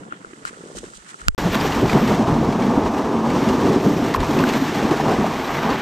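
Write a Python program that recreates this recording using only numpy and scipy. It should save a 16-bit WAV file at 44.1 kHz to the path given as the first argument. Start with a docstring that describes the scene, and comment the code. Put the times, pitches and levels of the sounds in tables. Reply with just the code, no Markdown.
"""A snowy forest trail. First, close up, gloves rustle on a hand-held camera: the grip creaks in dull
pops, taps ring the case, and a button's click briefly ducks the level and comes with a low thump of air.
After a blink of silence, at 1.38 s, we ride a plastic sled: the hull rumbles and scrapes while packed
snow hisses and squeaks under it. Ridges thud, and crust crunches, knocks and snaps against the plastic.
Just after 4 s comes the hardest knock, a short hop and a deep shake, and the sled bumps on."""
import sys
import numpy as np
from scipy import signal
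from scipy.fft import rfft, irfft, next_fast_len
from scipy.io import wavfile
from scipy.ndimage import uniform_filter1d

SR = 44100
rng = np.random.default_rng(int(sys.argv[2]) if len(sys.argv) > 2 else 0)


def store_pcm(level_fs):
    """Save levels as 16-bit WAV."""
    pcm = np.round(np.clip(level_fs, -1, 1) * 32767).astype(np.int16)
    wavfile.write(sys.argv[1], SR, np.atleast_2d(pcm).T)


N = 256568
TIME = np.arange(N) / SR
FFT_SIZE = next_fast_len(N)
BIN_HZ = np.maximum(np.arange(FFT_SIZE // 2 + 1) * SR / FFT_SIZE, 1)


def from_db(db):
    """Decibels to gain."""
    return 10 ** (np.asarray(db) / 20)


def unit_rms(x):
    """Scale to rms 1."""
    return x / np.sqrt(np.mean(x ** 2) + 1e-20)


def faders(rows):
    """Columns of a timed table as curves, one value a sample."""
    times, *columns = np.transpose(rows)
    return [np.interp(TIME, times, column) for column in columns]


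def at_hz(curve, hz):
    """Read a curve on a log frequency axis."""
    points_hz, values = np.transpose(curve)
    return np.interp(np.log(hz), np.log(points_hz), values)


def drift(rate_hz):
    """Smooth random wander of rms 1."""
    pole = np.exp(-32 * np.pi * rate_hz / SR)   # one step every 16 samples
    slow = signal.lfilter([1], [1, -2 * pole, pole * pole], rng.standard_normal(N // 16 + 2002))[2000:]
    return np.interp(np.arange(N) / 16, np.arange(len(slow)), unit_rms(slow))


def colour(x, eq):
    """Shape a signal with an EQ curve."""
    return irfft(rfft(x, FFT_SIZE) * from_db(at_hz(eq, BIN_HZ)), FFT_SIZE)[..., :N]


def filtered(x, order, hz, kind="low"):
    """Low-, high- or band-pass filter."""
    return signal.sosfilt(signal.butter(order, hz, kind, fs=SR, output="sos"), x)


def ring(clicks, hz, t60):
    """Resonator: a unit click starts a decaying sine of height 1."""
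    r, w = from_db(-60 / (t60 * SR)), 2 * np.pi * hz / SR
    return signal.lfilter([0, np.sin(w)], [1, -2 * r * np.cos(w), r * r], clicks + 1e-18)


def grains(per_s, spread_db):
    """Random clicks of uneven size and sign; rms 1."""
    sizes = from_db(spread_db * np.minimum(rng.exponential(1, N), 5)) * rng.choice([-1, 1], N)
    return unit_rms(sizes * (rng.random(N) < per_s / SR))


def arch(start, length):
    """Half-sine swell from 0 to 1 and back."""
    return np.sin(np.pi * np.clip((TIME - start) / length, 0, 1))


def pops(events, t60_cycles, rise_cycles):
    """Short pitched hits: damped sines with a soft attack."""
    out = np.zeros(N)
    for start, peak_db, hz in events:
        at = round(start * SR)
        cycles = np.arange(int(t60_cycles / hz * SR)) * hz / SR
        envelope = (1 - np.exp(-cycles / rise_cycles)) * from_db(-60 * cycles / t60_cycles)
        hit = envelope / envelope.max() * np.sin(2 * np.pi * cycles)
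        out[at:at + len(hit)] += from_db(peak_db) * hit[:N - at]
    return out


# Stereo image at the two microphone ports: f/Hz, left-right correlation
PORT_LIKENESS = [(60, 0.31), (130, 0.95), (290, 1), (640, 0.27), (1410, -0.52), (3100, 0.33),
                 (6820, -0.017), (15000, -0.1)]
# Their pan: f/Hz, left minus right/dB
PORT_BALANCE = [(60, -10), (240, 4), (950, -6.5), (3770, -5), (15000, -9.5)]
def at_ports(noise_pair, eq):
    """Colour two unrelated noises and give them the width and pan of the ports; rms 1."""
    alike = np.clip(at_hz(PORT_LIKENESS, BIN_HZ), -1, 1)
    tilt = from_db(at_hz(PORT_BALANCE, BIN_HZ) / 2)
    mid, side = rfft(colour(noise_pair, eq), FFT_SIZE)
    mid, side = np.sqrt(1 + alike) * mid, np.sqrt(1 - alike) * side
    return unit_rms(irfft([(mid + side) * tilt, (mid - side) / tilt], FFT_SIZE)[:, :N])


# Faders of the handling bed: t/s, grip/dB, glove/dB, buzz/dB
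HANDLING_FADERS = [(0.0, -40, -52.5, -52.5), (0.116, -43, -57, -50.5), (0.282, -44.5, -52.5, -50),
                   (0.7, -43, -49, -48), (0.858, -42.5, -46.5, -52), (0.968, -52, -50, -51.5),
                   (1.22, -48, -49, -47)]
# EQs of the dull grip, bright glove and midrange case buzz: f/Hz, level/dB
GRIP_EQ = [(65, -45), (110, -13.5), (183, -3.5), (482, -10.5), (617, -15), (900, -18), (1170, -21),
           (1980, -120)]
GLOVE_EQ = [(1300, -40), (2200, -15), (3000, -2.5), (5100, -5), (6000, -3), (8200, 1), (9500, -9),
            (11000, -22.5), (15000, -31), (16500, -60)]
BUZZ_EQ = [(410, -46), (700, -27), (1350, -7.5), (1590, -11), (1910, -11.5), (2400, -19), (3120, -20.5),
           (4000, -70)]
def handling():
    """A gloved hand shifts on the camera: low grip noise, cloth rustle and a buzz of the case."""
    grip_db, glove_db, buzz_db = faders(HANDLING_FADERS)
    grip = at_ports(rng.standard_normal((2, N)) * from_db(3.2 * drift(48)), GRIP_EQ)
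    glove = at_ports(rng.standard_normal((2, N)) + 0.84 * grains(900, 3.6), GLOVE_EQ)
    buzz = at_ports(rng.standard_normal((2, N)) * from_db(3.4 * drift(59)), BUZZ_EQ)
    # small slips keep the lowest case mode ringing, out of phase at the ports
    buzz += from_db(1.5) * unit_rms(ring(grains(140, 4.7), hz=1350, t60=0.018)) * [[1], [-1]]
    return from_db(grip_db) * grip + from_db(glove_db) * glove + from_db(buzz_db) * buzz


# Jolts of the hand: t/s, level/dB
JOLTS = [(0.0, -55), (.272, -52), (.45, -47), (.762, -37.5), (.85, -48), (.978, -48), (1.224, -40),
         (1.275, -27)]
def jolts(rise_s=0.027, t60=0.21, floor_db=-84):
    """The hand jolts the camera: a deep rumble swells quickly and dies away."""
    eq = [(12, -33), (25, 1), (60, 9), (110, -25), (300, -70)]   # f/Hz, level/dB
    rumble = unit_rms(colour(rng.standard_normal((2, N)), eq))
    envelope = from_db(floor_db)
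    for peak_s, level_db in JOLTS:
        attack = np.clip(1 + (TIME - peak_s) / rise_s, 0, 1)
        envelope = envelope + attack * from_db(level_db - 60 * np.maximum(TIME - peak_s, 0) / t60)
    return envelope * rumble


# Creaks of the grip: t/s, level/dB, f/Hz
CREAKS = [(0.018, -36, 297), (0.053, -38, 301), (0.083, -41, 487), (0.118, -38, 320), (0.134, -36, 315),
          (0.246, -32, 400), (0.333, -30, 334), (0.379, -41, 282), (0.418, -42, 290), (0.507, -39, 320),
          (0.53, -35, 452), (0.572, -33, 450), (0.589, -34, 404), (0.607, -30, 410), (0.638, -28, 410),
          (0.659, -29, 417), (0.701, -29, 484), (0.711, -34, 517), (0.751, -28, 490), (0.769, -27.5, 340),
          (0.805, -35, 266), (0.832, -24.5, 447), (0.84, -24.5, 366)]
def creaks():
    """The grip creaks in dull pops, each with a dry tick on its front."""
    starts, level_db, _ = np.transpose(CREAKS)
    ticks = np.zeros(N)
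    ticks[np.round(starts * SR).astype(int)] = from_db(np.minimum(level_db, -34) - 9)
    return pops(CREAKS, t60_cycles=6.9, rise_cycles=0.6) + ring(ticks, hz=1800, t60=0.004)


# One scuff: t/s, length/s, f/Hz, level/dB
CASE_SCUFF = (.07, .14, 3200, -54)
def scuff():
    """A faint scuff on the case: narrow noise that swells and fades."""
    start, length, hz, level_db = CASE_SCUFF
    band = unit_rms(ring(rng.standard_normal((2, N)), hz, t60=0.0049))
    return from_db(level_db) * arch(start, length) * band


# Glove strokes: t/s, level/dB, attack/s, length/s, low crackle against bright/dB
SWISHES = [(0.09, -64, 0.034, 0.052, 22), (0.452, -37, 0.008, 0.043, 0),
           (0.746, -34.5, 0.013, 0.044, -13.5), (0.824, -53, 0.016, 0.046, 4),
           (0.936, -43.5, .02, 0.037, -46), (1.067, -44.5, 0.014, 0.052, -2.5),
           (1.177, -47.5, .02, 0.043, -1)]
def swishes(release_s=0.008):
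    """A glove brushes the case in crackly strokes that rise, hold and fade quickly."""
    bright = rng.standard_normal((2, N)) * from_db(4.0 * drift(86)) + 0.45 * grains(700, 3.5)
    bright = at_ports(bright, GLOVE_EQ)
    crackle = at_ports(rng.standard_normal((2, N)) + 1.7 * grains(500, 4.1), BUZZ_EQ)
    out = np.zeros((2, N))
    for start, level_db, attack_s, length, crackle_db in SWISHES:
        attack = np.clip((TIME - start) / attack_s, 0, 1)
        release = np.clip((start + length - TIME) / release_s + 1, 0, 1)
        out += from_db(level_db) * attack * release * (bright + from_db(crackle_db) * crackle)
    return out


# Taps, ending on the button: t/s, level/dB, upper mode boost/dB, right gain of the two lowest modes
TAPS = [(0.1235, -33, -18, -0.6), (0.247, -39, -11, -0.66), (0.4517, -31.5, 6, -0.69),
        (0.4778, -46, 12, -1.1), (0.493, -47, -1, -0.54), (0.78, -45, 9, -0.63), (1.216, -41, -20, -0.65),
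        (1.2729, -51, 5, -1.1), (1.2832, -18, 18, -1.65)]
# Modes of the case: f/Hz, level/dB, t60/s
CASE_MODES = [(1406, 18, 0.0069), (2760, 5, 0.0013), (4600, -9, 0.0051), (5900, -15, 0.0034),
              (7500, 5.5, 0.00054)]
# Touches within one tap: offset/s, level/dB
CHATTER = [(-0.0003, -14), (0.0, 0), (0.0004, -1), (0.0008, -14)]
def case_taps():
    """Each tap chatters on the case modes; the two lowest reach the ports out of phase."""
    starts, tap_db, upper_db, right_gain = np.transpose(TAPS)
    at, out = np.round(starts * SR).astype(int), np.zeros((2, N))
    for mode, (hz, mode_db, t60) in enumerate(CASE_MODES):
        drive = np.zeros((2, N))
        drive[:, at] = from_db(tap_db + (mode > 0) * upper_db + mode_db + rng.normal(0, 2.0, len(at)))
        drive[1, at] *= right_gain if mode < 2 else 1
        if mode == 0:   # fed through the mount, it swells first
            drive = ring(drive, hz, t60) * 2 * np.e * np.log(1000) / (t60 * SR)
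        else:
            drive = sum(from_db(db) * np.roll(drive, round(lag * SR), axis=1) for lag, db in CHATTER)
        out += ring(drive, hz, t60)
    return filtered(out, 2, 11000)   # soft contact


# Pushes of air: port (0 left, 1 right), t/s, length/s, signed height, low cut/Hz
AIR_PUSHES = [(0, 1.277, .007, .14, 17), (1, 1.277, .007, -.2, 22), (0, 1.2835, .008, .4, 16),
              (1, 1.2835, .0065, -.65, 22), (0, 1.328, .05, .24, 4)]
def button_thump():
    """The finger squeezes air at the ports; a steep low cut makes each push swing on ever more slowly."""
    out = np.zeros((2, N))
    for port, start, length, height, cut_hz in AIR_PUSHES:
        out[port] += filtered(height * arch(start, length) ** 2, 4, cut_hz, "high")
    return out


def ducked(x, threshold_db, release_db_per_s):
    """Gain control: loud peaks turn the gain down, and it recovers slowly."""
    level_db = 20 * np.log10(uniform_filter1d(np.abs(x).max(axis=0), size=64) + 1e-9)
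    ramp = release_db_per_s * TIME
    held_db = np.maximum.accumulate(level_db + ramp) - ramp
    over_db = np.maximum(held_db - threshold_db, 0)
    return x * from_db(-signal.lfilter([.006], [1, -.994], over_db))   # attack of about 4 ms


# Faders of the sliding hull: t/s, rumble/dB, scrape/dB
SLIDE_FADERS = [(1.39, -25.5, -27.5), (1.48, -18.5, -26.5), (1.51, -29, -31), (1.55, -22.5, -23.5),
                (1.8, -23.5, -24), (1.83, -12, -29), (1.88, -24, -24.5), (1.96, -12.5, -20),
                (2.0, -18, -24), (2.63, -17, -25), (2.68, -18.5, -25), (2.76, -20, -22.5),
                (2.78, -8.5, -17.5), (2.8, -19.5, -25.5), (3.58, -17.5, -24.5), (3.95, -17, -29),
                (4.13, -22, -28.5), (4.15, -20, -24), (4.17, -19.5, -26.5), (4.28, -23.5, -24.5),
                (4.37, -16.5, -24), (4.65, -23, -26.5), (4.69, -21.5, -28.5), (4.86, -17, -24),
                (4.9, -21, -22.5), (4.92, -14.5, -19), (4.97, -23, -27), (5.06, -14, -19.5),
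                (5.17, -22, -26.5), (5.23, -17.5, -22.5), (5.32, -23.5, -27), (5.58, -25, -26),
                (5.69, -22.5, -21), (5.81, -26, -28.5)]
# Hull resonances: f/Hz, width/Hz, level/dB
HULL_MODES = [(144.6, 18, -6), (170, 10.4, -10.5), (230, 40, 1), (290, 63, 1.5), (374, 87, 0),
              (487, 63, -10), (656, 100, -5)]
# Boost of the two lowest resonances: t/s, level/dB
BELLY_FADER = [(1.39, 5.5), (2.5, 5.5), (2.9, -6.5), (3.7, -2), (4.2, 5), (5.2, -5.5), (5.81, 6.5)]
# EQ of the scrape: f/Hz, level/dB
SCRAPE_EQ = [(260, -17), (450, 4), (575, -4.5), (848, 4), (1220, -1), (1410, -13), (1700, -13.5),
             (2210, -48)]
def hull_slide(trail, fine, crust):
    """The uneven trail shoves the hull modes into a rumble while crust grains scrape the plastic."""
    rumble_db, scrape_db = faders(SLIDE_FADERS)
    belly_db, = faders(BELLY_FADER)
    rumble = np.zeros(N)
    for mode, (hz, width_hz, level_db) in enumerate(HULL_MODES):
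        shove = rng.standard_normal(N) * from_db(1.24 * trail + 1.67 * drift(3.46))
        resonance = unit_rms(ring(shove, hz, t60=np.log(1000) / np.pi / width_hz))
        rumble += from_db(level_db + (mode < 2) * belly_db) * resonance
    rumble = filtered(rumble, 2, 90, "high")   # the hull radiates little below its lowest mode
    friction = (rng.standard_normal(N) + 0.65 * crust) * from_db(0.85 * trail + 0.5 * fine)
    scrape = colour(friction, SCRAPE_EQ)
    return from_db(rumble_db) * unit_rms(rumble) + from_db(scrape_db) * unit_rms(scrape)


# EQ of packed snow, for squeaks and hiss: f/Hz, level/dB
SNOW_EQ = [(820, -20), (1400, -4), (2400, -9), (3500, -11), (4300, -13), (5000, -14.5), (5600, -12.5),
           (6400, -15.5), (8000, -20.5), (11000, -33.5), (14300, -75)]
def squeaks(per_s=250, t60_cycles=49):
    """Packed snow squeaks under the hull: brief rings scattered over two octaves; rms 1."""
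    pitches = np.geomspace(1800, 7000, 14)
    clicks, pitch_index = grains(per_s, 2.0), rng.integers(0, len(pitches), N)
    out = np.zeros(N)
    for k, hz in enumerate(pitches):
        t60 = t60_cycles / hz
        ping = ring(clicks * (pitch_index == k), hz, t60)
        out += from_db(at_hz(SNOW_EQ, hz)) * ring(ping, hz, t60) * hz / SR   # rung twice: soft attack
    return unit_rms(out)


# Faders of the top end: t/s, lower hiss/dB, upper hiss/dB, fizz/dB
HISS_FADERS = [(1.39, -31, -38, -50), (1.51, -33.5, -40.5, -55), (1.55, -22.5, -39, -39),
               (1.57, -32, -39, -52), (1.62, -27, -41, -45), (1.66, -28.5, -35.5, -46.5),
               (1.86, -32.5, -41, -54), (1.91, -29.5, -36.5, -50), (2.03, -31, -41.5, -51),
               (2.09, -29.5, -38, -49), (2.24, -36, -43, -60.5), (2.75, -37, -44.5, -61),
               (3.27, -39, -45.5, -63), (3.38, -32, -39, -54), (3.49, -34.5, -42, -55),
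               (3.56, -34.5, -40.5, -56), (3.8, -33.5, -41.5, -57), (3.83, -35.5, -40.5, -52.5),
               (4.13, -33.5, -42.5, -56), (4.15, -33, -40, -43), (4.18, -35, -49, -63),
               (4.21, -31, -41, -57), (4.26, -34.5, -39.5, -52), (4.46, -30, -40, -48.5),
               (4.55, -26.5, -37, -48), (4.59, -33, -40, -49), (4.69, -29.5, -38.5, -52.5),
               (5.34, -33, -42, -56), (5.46, -31, -42.5, -52), (5.81, -28, -42.5, -53.5)]
# The hull skips clear of the snow and the hiss drops: t/s, length/s, level/dB
HOP = (4.166, .03, -6)
# EQs of the thin fizz and of the out-of-phase hiss that adds width: f/Hz, level/dB
FIZZ_EQ = [(10800, -55), (11300, -20), (11900, -1), (12450, 1.5), (13000, -3), (14000, -3.5), (15000, -8),
           (15700, -19), (15900, -51.5)]
SIDE_EQ = [(1000, -19), (3000, -5.5), (6000, 1), (10500, -10), (12000, -60)]
# Pan of the fizz, left then right: level/dB
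FIZZ_PAN = [
    [7.5],
    [-5.5],
]
def snow_hiss(trail, fine, crust, split_hz=3480, squeak_db=-11, side_db=-39):
    """Snow rubs under the hull: a grainy, squeaky hiss topped by a fizz, mostly on the left."""
    low_db, high_db, fizz_db = faders(HISS_FADERS)
    friction = (rng.standard_normal(N) + 0.29 * crust) * from_db(0.57 * trail + 0.89 * fine)
    hiss = unit_rms(colour(friction, SNOW_EQ)) + from_db(squeak_db) * squeaks()
    low = signal.sosfiltfilt(signal.butter(2, split_hz, fs=SR, output="sos"), hiss)
    centre = from_db(low_db) * unit_rms(low) + from_db(high_db) * unit_rms(hiss - low)
    fizz = unit_rms(colour(rng.standard_normal((2, N)) * from_db(0.37 * trail + 1.6 * fine), FIZZ_EQ))
    side = unit_rms(colour(rng.standard_normal(N), SIDE_EQ)) * [[1], [-1]]
    mix = centre + from_db(high_db + side_db) * side + from_db(fizz_db + FIZZ_PAN) * fizz
    hop_start, hop_length, hop_db = HOP
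    return mix * from_db(hop_db * arch(hop_start, hop_length))


# Fader of the deep shake: t/s, level/dB
SHAKE_FADER = [(1.39, -34), (1.89, -29.5), (3.17, -41.5), (4.13, -38), (4.21, -16.5), (4.31, -34),
               (5.66, -44), (5.74, -29), (5.81, -55)]
# Its EQ: f/Hz, level/dB
SHAKE_EQ = [(15, -28), (28, 8), (55, 7.5), (80, 8), (110, 6.5), (200, -55)]
def shake(trail):
    """The whole sled shakes on the uneven trail: surging sub-bass noise."""
    level_db, = faders(SHAKE_FADER)
    surges = rng.standard_normal(N) * from_db(2.9 * trail + 3.3 * drift(17))
    return from_db(level_db) * unit_rms(colour(surges, SHAKE_EQ))


# Ridges in the trail: t/s, level/dB, f/Hz
THUDS = [(1.454, -9, 185), (1.555, -10, 215), (1.594, -29, 332), (1.648, -11.5, 403), (1.763, -17, 230),
         (1.825, -12, 121), (1.934, -9, 214), (2.028, -8, 220), (2.118, -12, 210), (2.193, -13, 258),
         (2.323, -11, 144), (2.487, -11, 215), (2.56, -16, 220), (2.658, -14, 245), (2.682, -8, 230),
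         (2.773, -10, 275), (2.932, -18, 290), (3.473, -9.5, 237), (3.697, -11.5, 284), (3.754, -11, 345),
         (3.861, -8.5, 190), (4.232, -22, 202), (4.293, -10.5, 294), (4.399, -14, 285), (4.439, -10, 254),
         (4.476, -13, 232), (4.562, -8, 265), (4.621, -8, 268), (4.846, -8.5, 230), (4.913, -8, 332),
         (5.05, -14, 327), (5.193, -9.5, 207), (5.225, -6.5, 222), (5.397, -17.5, 262), (5.482, -16.5, 280),
         (5.694, -15.5, 274)]
def thuds():
    """The hull bumps over ridges with low, quickly damped thuds."""
    return pops(THUDS, t60_cycles=20.7, rise_cycles=0.31)


# Breaks in the crust: t/s, level/dB, f/Hz
CRUNCHES = [(1.543, -22, 3970), (1.565, -29, 4500), (1.599, -25, 5000), (1.609, -22, 3800),
            (1.72, -23, 3030), (1.746, -22, 3050), (1.895, -18.5, 2500), (1.928, -20, 2200),
            (2.075, -19.5, 2000), (2.145, -25, 3500), (2.522, -25, 2380), (2.6, -32, 5900),
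            (2.6194, -25, 2300), (3.3003, -23.5, 2340), (3.438, -23, 1950), (3.455, -34, 3830),
            (3.488, -23.5, 3100), (4.138, -16.5, 2130), (4.2014, -19, 1920), (4.229, -28, 2380),
            (4.244, -26, 2580), (4.288, -34, 2500), (4.329, -25, 2480), (4.387, -19.5, 2880),
            (4.492, -20, 2760), (4.538, -23, 2250), (4.909, -18, 1920), (5.441, -29, 3940),
            (5.7, -28, 4500)]
def crunches(rise_s=0.0026, t60=0.041, grit_db=3.0):
    """Crust gives way: a snap and a quick swell of grit that rings briefly and crumbles away."""
    out, t = np.zeros(N), np.arange(4000) / SR
    envelope = (1 - np.exp(-t / rise_s)) * from_db(-60 * t / t60)
    for start, level_db, hz in CRUNCHES:
        noise = rng.standard_normal(len(t))
        grit = noise * from_db(grit_db * np.abs(noise))   # a few grains stand out
        band = filtered(grit, 1, [hz / 1.3, hz * 1.6], "band")
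        body = unit_rms(band) + 0.97 * unit_rms(ring(grit, hz, t60=0.017))
        snap = unit_rms(np.diff(grit, prepend=0) + 2 * band) * from_db(-18 - 60 * t / 0.017)
        at = round(start * SR)
        out[at:at + len(t)] += from_db(level_db) * (body * envelope + snap)[:N - at]
    return filtered(out, 2, 7500)


# Lumps of crust: t/s, level/dB, f/Hz
KNOCKS = [(1.553, -12, 1110), (1.612, -26, 880), (1.896, -12.5, 1240), (2.118, -14, 637),
          (2.21, -12.5, 790), (2.429, -13, 800), (2.704, -13, 820), (2.902, -18.5, 825), (4.1468, -4, 1075),
          (4.231, -14, 960), (4.397, -12.5, 1000), (4.439, -9, 1510), (4.475, -18, 1040), (4.495, -18, 866),
          (4.77, -18, 840), (4.999, -12, 774), (5.121, -13.5, 720), (5.243, -11.5, 656)]
def knocks():
    """Lumps of crust hit the hull with short midrange knocks."""
    return pops(KNOCKS, t60_cycles=17.1, rise_cycles=0.81)


# Snaps of brittle crust: t/s, level/dB
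SNAPS = [(1.5546, -14.5), (1.6125, -24), (3.44, -34), (3.488, -19), (4.145, -22), (4.161, -19),
         (4.4045, -21), (4.4398, -19), (4.491, -17), (4.5375, -17)]
# Broad upper modes of the hull: f/Hz, level/dB
SNAP_MODES = [(1900, -3), (3000, 0), (4700, -4), (6700, -9)]
def snaps(t60=0.005, detune=0.1):
    """Brittle crust snaps against the plastic; the modes shift with the spot that is struck."""
    out, t = np.zeros(N), np.arange(round(t60 * SR))[:, None] / SR
    hz, mode_db = np.transpose(SNAP_MODES)
    for start, level_db in SNAPS:
        uneven, shift = rng.standard_normal((2, len(hz)))
        envelopes = from_db(level_db + mode_db + 2 * uneven - 60 * t / t60)
        modes = envelopes * np.sin(2 * np.pi * hz * (1 + detune * shift) * t)
        out[round(start * SR):][:len(t)] += modes.sum(axis=1)
    return out


def scene(camera_end_s=1.3481, sled_start_s=1.3784):
    """The camera in the hand, a blink of silence, then the sled ride."""
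    camera = handling() + jolts() + creaks() + swishes() + scuff() + case_taps()
    camera = ducked(camera, threshold_db=-11.5, release_db_per_s=36) + button_thump()
    trail, fine = drift(14), drift(29)   # coarse and fine unevenness, shared so the layers move together
    crust = grains(700 * from_db(3.6 * trail), 2.5)
    sled = hull_slide(trail, fine, crust) + snow_hiss(trail, fine, crust) + shake(trail)
    sled += thuds() + crunches() + knocks() + snaps()
    return camera * (TIME < camera_end_s) + sled * np.clip((TIME - sled_start_s) / 0.0015, 0, 1)


def record(dry):
    """Soft saturation rounds the peaks, and a steep low-pass cuts the very top."""
    top_cut = signal.cheby2(14, 100, 16800, fs=SR, output="sos")
    return signal.sosfilt(top_cut, 1.142 * np.tanh(dry / 1.268))


dry = scene()
out = record(dry)
store_pcm(out)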